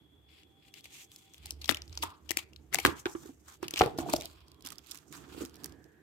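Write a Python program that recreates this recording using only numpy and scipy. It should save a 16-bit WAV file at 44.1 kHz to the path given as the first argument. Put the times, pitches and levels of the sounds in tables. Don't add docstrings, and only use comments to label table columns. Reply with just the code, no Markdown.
import sys
import numpy as np
from scipy import signal
from scipy.fft import rfft, irfft, next_fast_len
from scipy.io import wavfile

SR = 44100
rng = np.random.default_rng(int(sys.argv[2]) if len(sys.argv) > 2 else 0)


def decibels_to_gain(level_db):
    exponent = np.asarray(level_db, float) / 20
    return 10 ** exponent


def pcm_store(signal):
    levels = np.round(np.clip(np.atleast_2d(signal), -1, 1) * 32767)
    wavfile.write(sys.argv[1], SR, levels.astype(np.int16).T)


N = 265482

# time in seconds, left-right balance in dB, low rub resonance in dB, bright rub in dB.
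HAND_PATH = [(0, 3, -14, -12), (.74, 4, -11, -3), (1.0, -1, -13, 3), (1.64, 4, -6, -3),
             (1.695, 23, -7.5, -8), (1.75, 2, -10, 1.5), (2.25, 3, -5, -3), (2.31, 12, -6, -8),
             (2.37, 4, -6, -4), (2.74, 9, -2, .1), (2.86, 2, -3, 2), (3.45, -2, .1, 7), (3.72, 2, -1.5, -4),
             (4.15, .1, -4, 2), (4.5, -4, .1, -6), (4.85, -10, 1.5, 1.5), (5.3, -3, 2.5, 5),
             (6.0, -8, 1.5, -3)]


def rms_one(x):
    return x / np.sqrt(np.mean(x ** 2) + 1e-20)


def in_time(rows):
    s, *columns = np.transpose(rows)
    return [np.interp(np.arange(N) / SR, s, column) for column in columns]


def band(x, low_hz, high_hz):
    edges_hz = [low_hz, min(high_hz, .45 * SR)]
    return signal.sosfilt(signal.butter(2, edges_hz, "band", fs=SR, output="sos"), x)


def resonance(x, hz, width_hz):
    r = np.exp(-np.pi * width_hz / SR)
    top = (1 - r * r) / 2
    return signal.lfilter([top, 0, -top], [1, -2 * r * np.cos(2 * np.pi * hz / SR), r * r], x)


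def drift(rate_hz):
    r = np.exp(-2 * np.pi * rate_hz / SR)
    wander = signal.lfilter([1], [1, -2 * r, r * r], rng.standard_normal(N + SR))
    return rms_one(wander[SR:])


def sides(pan_db):
    return np.sqrt(2 / (1 + decibels_to_gain(2 * np.array([-pan_db, pan_db]))))


def pair(length, alike):
    shared, left, right = rng.standard_normal((3, length))
    alike = np.clip(alike, 0, 1)
    return np.sqrt(alike) * shared + np.sqrt(1 - alike) * np.array([left, right])


def add(out, sound, s, level_db, pan_db, window_s):
    start = sound[:, :int(window_s * SR)]
    sound = sound / np.sqrt(np.mean(start ** 2, axis=1, keepdims=True))
    lag_s = .0007 * np.tanh(pan_db / 9.0)
    for side, gain, late_s in zip(range(2), sides(pan_db), (max(-lag_s, 0), max(lag_s, 0))):
        at = int((s + late_s) * SR)
        out[side, at:at + sound.shape[1]] += decibels_to_gain(level_db) * gain * sound[side, :N - at]


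def strokes(rows, rest_db):
    t, out = np.arange(N) / SR, np.full(N, float(rest_db))
    for s, db, rise_s, fall_s, *hold_s in rows:
        before = (s - t) / rise_s
        after = (t - s - sum(hold_s)) / fall_s
        out = np.maximum(out, db - 20 * np.maximum(np.maximum(before, after), 0))
    return out


def snaps():
    # start in seconds, level in dB, panel resonance in Hz, bright part in dB. Brittle
    film_cracks = [(0.433, -61, 2860, -21), (0.8552, -49, 2300, -9), (1.1606, -63.5, 4960, 15.5),
                   (1.38, -60, 3830, 2.5), (1.5067, -39, 5290, 5), (1.6923, -16.5, 1860, -11),
                   (1.8184, -43, 5050, -8.5), (1.9524, -55, 5060, -2.5), (2.3073, -27, 2800, -1),
                   (2.7449, -26, 2280, 7.5), (2.867, -33, 3500, 1), (3.708, -45.5, 2830, 9),
                   (3.7914, -30.5, 5360, -3), (4.1358, -33, 2640, 1), (4.163, -47, 4910, 6),
                   (4.2092, -45, 3940, 6), (4.2555, -46, 5050, 7), (4.6229, -57, 4650, 2),
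                   (4.703, -47, 3050, 4), (4.7824, -46, 5150, -4), (4.9458, -58, 2960, 12.5),
                   (4.9548, -52, 2710, 4), (4.9733, -61.5, 4000, 15), (5.125, -52.5, 2400, 8),
                   (4.22, -45, 2700, 1), (5.4501, -56, 4000, 13.5), (5.5558, -68.5, 5490, 15.5),
                   (5.6429, -57.5, 5480, 22),
                   (.807, -60, 4500, 0), (1.1165, -55, 3400, 0), (1.336, -58, 6200, 3),
                  (1.878, -58, 5500, -3), (1.895, -60, 4000, -6), (3.8605, -42, 2500, -6),
                  (3.9765, -54, 6000, 4), (4.001, -46, 2500, -4), (4.028, -54, 3500, -4),
                  (4.1245, -48, 4500, 2), (4.1495, -46, 4000, -2), (4.2015, -52, 5500, 3),
                  (4.2335, -54, 4500, 2), (4.247, -55, 4800, 2), (4.313, -61, 3100, -4),
                  (4.405, -63, 3250, -5), (4.4815, -63, 5000, 2), (4.5165, -63, 5000, 6),
                  (4.544, -67, 4000, 0), (4.607, -63, 4000, 3), (4.687, -55, 6000, 7),
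                  (1.467, -56, 6000, 3), (1.52, -58, 6000, 6), (1.678, -48, 5000, 2), (1.757, -54, 4000, 2),
                  (1.989, -54, 2500, -5), (4.727, -58, 5000, 6), (4.756, -62, 5000, 3),
                  (4.79, -60, 3500, 2), (4.862, -66, 5000, 6), (4.894, -63, 5000, 5), (4.902, -62, 5500, 2),
                  (4.986, -63, 5500, 6), (5.136, -61, 5000, 6), (5.149, -60, 5500, 5),
                  (5.157, -60, 5000, 6), (5.458, -57, 6000, 6), (5.495, -63, 5500, 5),
                  (5.542, -64, 5500, 6), (5.566, -65, 5500, 5), (5.635, -58, 3000, 8),
                  (5.694, -64, 5000, 3), (5.722, -63, 5000, 6), (5.841, -66, 5500, 3)]
    card_folds = [(0.7384, -47, 2770, -6), (1.3422, -52.5, 3370, -5), (1.4563, -48, 4490, 7.5),
                  (1.6422, -38, 3630, -9.5), (1.6557, -42, 5170, -5), (1.6958, -31, 4360, 2),
                  (1.7103, -31, 1490, 2), (1.7216, -37, 2580, -11), (1.7447, -34.5, 3170, -5.5),
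                  (1.7689, -40, 2410, -9), (1.926, -50, 5050, -19), (1.9736, -35, 4880, -13),
                  (2.3142, -32, 2100, 2), (2.3705, -25.5, 2400, 2.5), (2.5314, -56, 2890, -8),
                  (2.56, -50, 4040, -12.5), (2.8515, -20, 1700, -14), (2.7548, -30, 2760, -6.5),
                  (2.8498, -16, 1150, -6), (2.8604, -22, 1580, -5), (3.0556, -30.5, 1490, -41),
                  (3.6805, -37, 2980, -5.5), (3.7372, -33.5, 3450, -7), (3.7587, -35.5, 2600, -14.5),
                  (3.8168, -23, 1380, -22.5), (4.6607, -46, 5350, 5), (4.6697, -50.5, 3010, 12),
                  (4.8684, -61, 3040, 8), (4.9157, -48, 5490, 2), (5.657, -49, 1740, 9)]
    card_tears = [(0.8392, -53, 3740, -0.5), (1.6125, -46, 4100, -6.5), (2.0225, -36, 2670, -5.5),
                  (2.0256, -32, 3320, -5.5), (2.0317, -33, 1150, -1), (2.2892, -39, 3190, -9.5),
                  (2.725, -41, 2080, -9.5), (2.7847, -27.5, 2300, -6.5), (3.0616, -36.5, 1360, -11),
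                  (3.1476, -52, 1080, -23), (3.625, -42.5, 1000, -3.5), (3.7672, -36.5, 2410, -20.5),
                  (3.774, -31.5, 2940, -5), (3.7953, -30, 2780, -15.5), (3.8092, -24, 1370, -12),
                  (3.8338, -33, 1320, -9.5), (3.986, -43, 1300, -4), (4.6465, -51, 2760, 2.5),
                  (4.7179, -49.5, 1155, 4), (4.9085, -57.5, 5480, 15.5)]
    slow_crunches = [(2.017, -43, 4500, -3), (2.731, -36, 2400, 0.5), (2.792, -41, 3000, 2),
                     (3.979, -50, 5000, 7), (4.091, -46, 2500, 5), (4.126, -40, 4600, 9),
                     (4.155, -45, 5500, 6)]
    # its events, time to fade by 60 dB in seconds, swell time in seconds.
    kinds = [(film_cracks, .0065, 0), (card_folds, .013, 0),
             (card_tears, .029, 0), (slow_crunches, .02, .008)]
    out, t = np.zeros((2, N)), np.arange(3000) / SR
    hands_db = in_time(HAND_PATH)[0]
    for rows, t60_s, swell_s in kinds:
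        for s, level_db, hz, bright_db in rows:
            pan_db = hands_db[int(s * SR)]
            rise_s = swell_s + t60_s * np.clip((-20 - level_db) / 150, .02, .14)
            since = np.maximum(t - swell_s, 0)
            fade = decibels_to_gain(-60 * since / t60_s) + decibels_to_gain(-35 - 60 * since / 0.059)
            shape = np.minimum(t / rise_s, 1) ** 2 * fade
            ragged = decibels_to_gain(5.5 * rng.standard_normal(len(t)))
            cracks = pair(len(t), alike=.4) * ragged * shape
            panel = resonance(resonance(cracks, hz, 0.36 * hz), hz, 0.26 * hz)
            panel += decibels_to_gain(-6) * band(cracks, 0.62 * hz, min(2.47 * hz, 6500))
            panel += decibels_to_gain(-13) * band(cracks, 500, 1900)
            bright = band(cracks, 4100, 12500)
            add(out, panel, s, level_db, pan_db, window_s=0.0058 + swell_s)
            add(out, bright, s, level_db + bright_db, pan_db, window_s=0.0045 + swell_s)
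    return out


def knocks():
    # pitch in Hz, level in dB, time to fade by 60 dB in seconds.
    body_tones = [(118, -13, 0.037), (300, -40.5, 0.053), (330, -11, .075), (455, -11, 0.05),
                  (750, -8.5, 0.029), (1130, -27, 0.021), (1424, -14, 0.04)]
    # start in seconds, level in dB, main tone in Hz, left-right balance in dB.
    dry_taps = [(1.6976, -29, 269, 15), (1.7182, -34, 280, 18), (1.9727, -47.5, 850, -13),
                (2.306, -35, 328, 18), (2.7458, -33, 697, 4), (2.7861, -33.5, 777, 2.5),
                (2.8505, -21, 325, -25), (2.858, -22, 310, -7), (2.888, -28.5, 323, -17),
                (3.737, -40, 304, -4.5), (3.8088, -15.5, 746, 2.5), (3.8095, -18, 400, 2),
                (3.8182, -20.5, 750, -2), (3.836, -29, 448, 4), (3.8595, -29, 450, 3),
                (3.9862, -29, 300, -3), (3.9866, -34, 640, 1), (4.1366, -21, 607, 4), (4.14, -29, 300, -3),
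                (5.347, -44, 296, -10)]
    ringing_thumps = [(1.4577, -55, 800, -7), (2.0331, -36, 930, 1), (2.0403, -44, 317, -23),
                      (2.3683, -45, 306, 2.5), (3.0575, -28, 354, -5.5), (3.15, -33.5, 333, -7.5),
                      (3.256, -45, 369, -5), (3.2912, -43.5, 273, -4), (3.628, -33.5, 350.7, -11),
                      (3.811, -31, 118, -2), (3.857, -37, 118, -2), (3.872, -35, 400, 3),
                      (4.159, -42, 600, 1), (3.961, -46, 420, 0.5), (4.031, -44, 720, 1),
                      (4.088, -42, 940, 3), (4.183, -44, 660, 1), (4.245, -50, 680, 1),
                      (3.9978, -35, 293, -3.5), (4.0613, -37, 700, 2), (4.6497, -49.5, 278, -7),
                      (5.375, -42, 300, -8), (5.4075, -37, 373, -7), (5.416, -35, 300, -7),
                      (5.4336, -40, 263, 1)]
    tap_contact_s, thump_contact_s = .00043, .0016
    kinds = [(dry_taps, .038, tap_contact_s), (ringing_thumps, .062, thump_contact_s)]
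    out, t = np.zeros((2, N)), np.arange(9000) / SR
    hz, tone_db, t60s = np.transpose(body_tones)[:, :, None]
    phase = t / .0003 - 2
    contact = decibels_to_gain(5.5) * phase * np.exp(-phase ** 2)
    for rows, t60_s, soft_s in kinds:
        for s, knock_db, main_hz, pan_db in rows:
            nearness_db = -4.0 * abs(np.log2(hz / main_hz))
            chance_db = 2.3 * rng.standard_normal(hz.shape) + 4.1 * rng.standard_normal((2, len(hz), 1))
            strengths = decibels_to_gain(tone_db + nearness_db + chance_db)
            detune = 1 + 0.0064 * rng.standard_normal(hz.shape)
            ringing = decibels_to_gain(-60 * t / t60s) * np.sin(2 * np.pi * hz * detune * t)
            body = np.sum(strengths * ringing, axis=1)
            twin = .45 * np.cos(2 * np.pi * 1.11 * main_hz * t)
            main = decibels_to_gain(-60 * t / t60_s) * (np.sin(2 * np.pi * main_hz * t) - twin)
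            blow = (tap_contact_s / soft_s) ** 2 * contact
            sound = blow + (main + body) * (1 - np.exp(-t / soft_s))
            add(out, sound, s, knock_db, pan_db, window_s=0.0036 + 2 * soft_s)
    return out


def wobbles():
    # start in seconds, level in dB, pitch in Hz, time to fade by 60 dB in seconds.
    panel_wobbles = [(2.04, -47, 1050, .35), (2.865, -40, 1050, .3), (3.06, -48, 900, .2),
                     (3.15, -54, 1100, .1), (3.82, -31, 380, .2), (3.865, -40, 750, .08),
                     (4.0, -45, 750, .2), (4.075, -45, 330, .3), (4.085, -47, 900, .12),
                     (4.15, -52, 600, .3)]
    out, t = np.zeros((2, N)), np.arange(12000) / SR
    for s, level_db, hz, t60_s in panel_wobbles:
        width_hz = .3 * hz
        shaken = resonance(resonance(pair(len(t), alike=.8), hz, width_hz), hz, 2 * width_hz)
        shape = decibels_to_gain(-60 * t / t60_s) * np.minimum(t / .004, 1)
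        add(out, shaken * shape, s, level_db, -2.5, window_s=.03)
    return out


def rub():
    # time in seconds, level in dB,
    # last 20 dB of rise in seconds, first 20 dB of fall in seconds, hold in seconds.
    finger_slides = [(.31, -65, .05, .085, .1), (.686, -66.5, .2, .045, .001), (.75, -54, .015, .025, .045),
                     (.885, -64, .01, .1, .03), (.925, -57, .012, .04, .12), (1.12, -62, .06, .3, .04),
                     (1.34, -66, .03, .2, .04), (1.47, -56, .14, .09, .035), (1.66, -56, .1, .03, .02),
                     (1.95, -64, .2, .1, .06), (2.73, -50, .012, .05, .11), (3.003, -53, .1, .035, .001),
                     (3.269, -60, .29, .07, .001), (3.49, -62.5, .06, .04, .065),
                     (3.803, -40.5, .077, .086, .001), (4.08, -55, .08, .35, .12),
                     (4.9, -62, .15, .13, .05), (5.39, -53, .15, .1, .04), (5.64, -61, .25, .135, .001)]
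    # time in seconds, level in dB, first 20 dB of fall in seconds.
    sudden_slips = [(.85, -57, .1), (1.706, -30, .015), (2.035, -45, .056), (2.091, -61.5, .12),
                    (2.26, -62, .2), (2.39, -40, .04), (2.867, -38, .055), (3.075, -55, .14),
                    (3.642, -50.5, .037), (3.993, -51, .1), (4.655, -53, .14), (5.13, -56, .24)]
    # pitch in Hz, width in Hz, level in dB.
    card_colour = [(1020, 990, 0), (2400, 1200, 0), (3170, 840, -4.5), (4000, 1800, -4.5)]
    # pitch in Hz, width in Hz, level in dB.
    gloss_colour = [(6260, 2300, 6), (8200, 3300, -7.5), (12500, 2000, -11)]
    pan_db, press_db, gloss_db = in_time(HAND_PATH)
    jerks = [(s, db, .025, fall_s) for s, db, fall_s in sudden_slips]
    rub_db = strokes(finger_slides + jerks, rest_db=-86)
    slip_now = rng.random(N) < 550 * decibels_to_gain(5 * drift(15)) / SR
    slips = slip_now * decibels_to_gain(2.5 * rng.exponential(1, N).clip(0, 4))
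    noise = (1 + 0.6 * signal.lfilter([1], [1, -.95], slips)) * pair(N, alike=0.083)
    tones = []
    for hz, width_hz, db in card_colour:
        tone = resonance(resonance(noise, hz, width_hz), hz, 3 * width_hz)
        tones.append(decibels_to_gain(db + 3.0 * drift(6.6)) * tone)
    body = rms_one(sum(tones[1:])) + decibels_to_gain(press_db) * rms_one(tones[0])
    bright = sum(decibels_to_gain(db + 2.5 * drift(4)) * resonance(noise, hz, width_hz)
                 for hz, width_hz, db in gloss_colour)
    sheen = rms_one(band(bright, 4800, 15500))
    sheen_db = np.maximum(rub_db, -77) + gloss_db
    body = decibels_to_gain(rub_db + 1.6 * drift(30)) * body
    sheen = decibels_to_gain(sheen_db + 1.6 * drift(30)) * sheen
    return sides(pan_db) * decibels_to_gain(1.5 * drift(40)) * (body + sheen)


def handling():
    # time in seconds, level in dB,
    # last 20 dB of rise in seconds, first 20 dB of fall in seconds, hold in seconds if any.
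    hand_shudders = [(0.05, -66, .5, 1.3), (1.42, -51, .06, .06, .4), (1.9, -49, .05, .1, .17),
                     (2.32, -59.5, .3, 3.0), (2.885, -48, .13, .1), (3.297, -62.5, .7, .2),
                     (3.831, -48, .076, .064), (4.011, -48, .03, .046), (4.25, -57, .6, 1.0),
                     (5.4, -55, .3, .2), (5.697, -56, .12, .19)]
    # time in seconds, level in dB,
    # last 20 dB of rise in seconds, first 20 dB of fall in seconds.
    table_drags = [(1.473, -61, .2, 3.0), (2.039, -57, .21, .22), (2.319, -60, .19, 1.7),
                   (2.768, -45, .064, .05), (2.873, -32, .022, .079), (3.27, -58, .5, .14),
                   (3.658, -52, .08, .114), (3.831, -34, .045, .072), (4.12, -42, .4, .18),
                   (4.735, -58.5, .7, .15), (5.38, -50, .55, .2), (5.66, -54, .31, .6)]
    # pitch in Hz, width in Hz, level in dB.
    hollow_tones = [(143, 28, -1), (259, 77, -3.5), (312, 57.4, 1.5), (432.5, 100, -8.5), (700, 240, -18)]
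    shudder_db = strokes(hand_shudders, rest_db=-80)
    drag_db = strokes(table_drags, rest_db=-70)
    shudder = rms_one(resonance(resonance(pair(N, alike=1.0), 74.5, 14), 66, 30))
    noise = pair(N, alike=0.82)
    drag = np.zeros((2, N))
    for k, (hz, width_hz, db) in enumerate(hollow_tones):
        drag += (-1) ** k * decibels_to_gain(db) * resonance(noise, hz, width_hz)
    shudder = decibels_to_gain(shudder_db) * shudder * sides(-4.0)[:, None]
    return shudder + decibels_to_gain(drag_db + 2.0 * drift(23)) * rms_one(drag) * sides(-10.0)[:, None]


def room(x):
    t60_s, wall_cut_hz, level_db = 0.36, 5900, -22
    size = next_fast_len(N + SR)
    w = 2 * np.pi * np.arange(size // 2 + 1) / size
    dull = 1 / (1 + 1j * w * SR / (2 * np.pi * wall_cut_hz))
    source, out = rfft(x.mean(axis=0), size), np.zeros((2, len(w)), complex)
    for k, lag_s in enumerate(rng.uniform(.008, .035, 16)):
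        loop = decibels_to_gain(-60 * lag_s / t60_s) * dull * np.exp(-1j * w * lag_s * SR)
        out[k % 2] += loop / (1 - loop) * (-1) ** (k // 2)
    return decibels_to_gain(level_db) * irfft(out * source, size)[:, :N]


def coloured(spectrum, white):
    edges = 20 * 2 ** np.arange(0, 10, .5)
    centres = np.sqrt(edges[1:] * edges[:-1])
    hz, db = np.transpose(spectrum)
    gains = decibels_to_gain(np.interp(np.log(centres), np.log(hz), db))
    return sum(g * band(white[k % 2], a, b) for k, (g, a, b) in enumerate(zip(gains, edges, edges[1:])))


def room_tone():
    # pitch in Hz, level in dB per Hz.
    floor_colour = [(18, -46), (30, -17.5), (82, 6.5), (229, -4.5), (332, -1.5), (608, -15), (792, -14.5),
                    (3380, -20), (4530, -31.5), (14500, -23.5), (16500, -47)]
    # pitch in Hz, width in Hz, level in dB.
    far_whines = [(3380, 150, -72), (781, 18, -79), (1690, 300, -71), (1050, 250, -74), (3300, 220, -77)]
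    # start in seconds, end in seconds.
    whine_times = [(-1, 1.45), (.2, 1.35), (5.55, 7), (4.15, 4.65), (4.3, 4.85)]
    shared, own = rng.standard_normal((2, 1, N)), rng.standard_normal((2, 2, N))
    low = signal.butter(1, 350, fs=SR)
    white = [signal.lfilter(*low, a - b) + b for a, b in zip(shared, own)]
    out, t = decibels_to_gain(-67.5 - 2.8) * rms_one(coloured(floor_colour, white)), np.arange(N) / SR
    for (hz, width_hz, db), (start, end) in zip(far_whines, whine_times):
        on = np.clip(np.minimum(t - start, end - t) / 0.04, 0, 1)
        whine = resonance(resonance(pair(N, alike=.1), hz, width_hz), hz, width_hz)
        out = out + decibels_to_gain(db) * on * rms_one(whine)
    return out


def scene():
    hits = snaps() + knocks() + wobbles()
    return hits + room(hits) + rub() + handling() + room_tone()


def roll_off(x):
    return signal.sosfilt(signal.butter(12, 17150, fs=SR, output="sos"), x)


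def record(dry):
    trimmed = signal.sosfilt(signal.butter(4, 45, "high", fs=SR, output="sos"), dry)
    trimmed = signal.sosfilt(signal.butter(12, 15900, fs=SR, output="sos"), trimmed)
    trimmed = trimmed - .6 * resonance(trimmed, 9690, 1900)
    mix = 1.242 * np.tanh(trimmed / 1.166)
    return roll_off(mix)


dry = scene()
out = record(dry)
pcm_store(out)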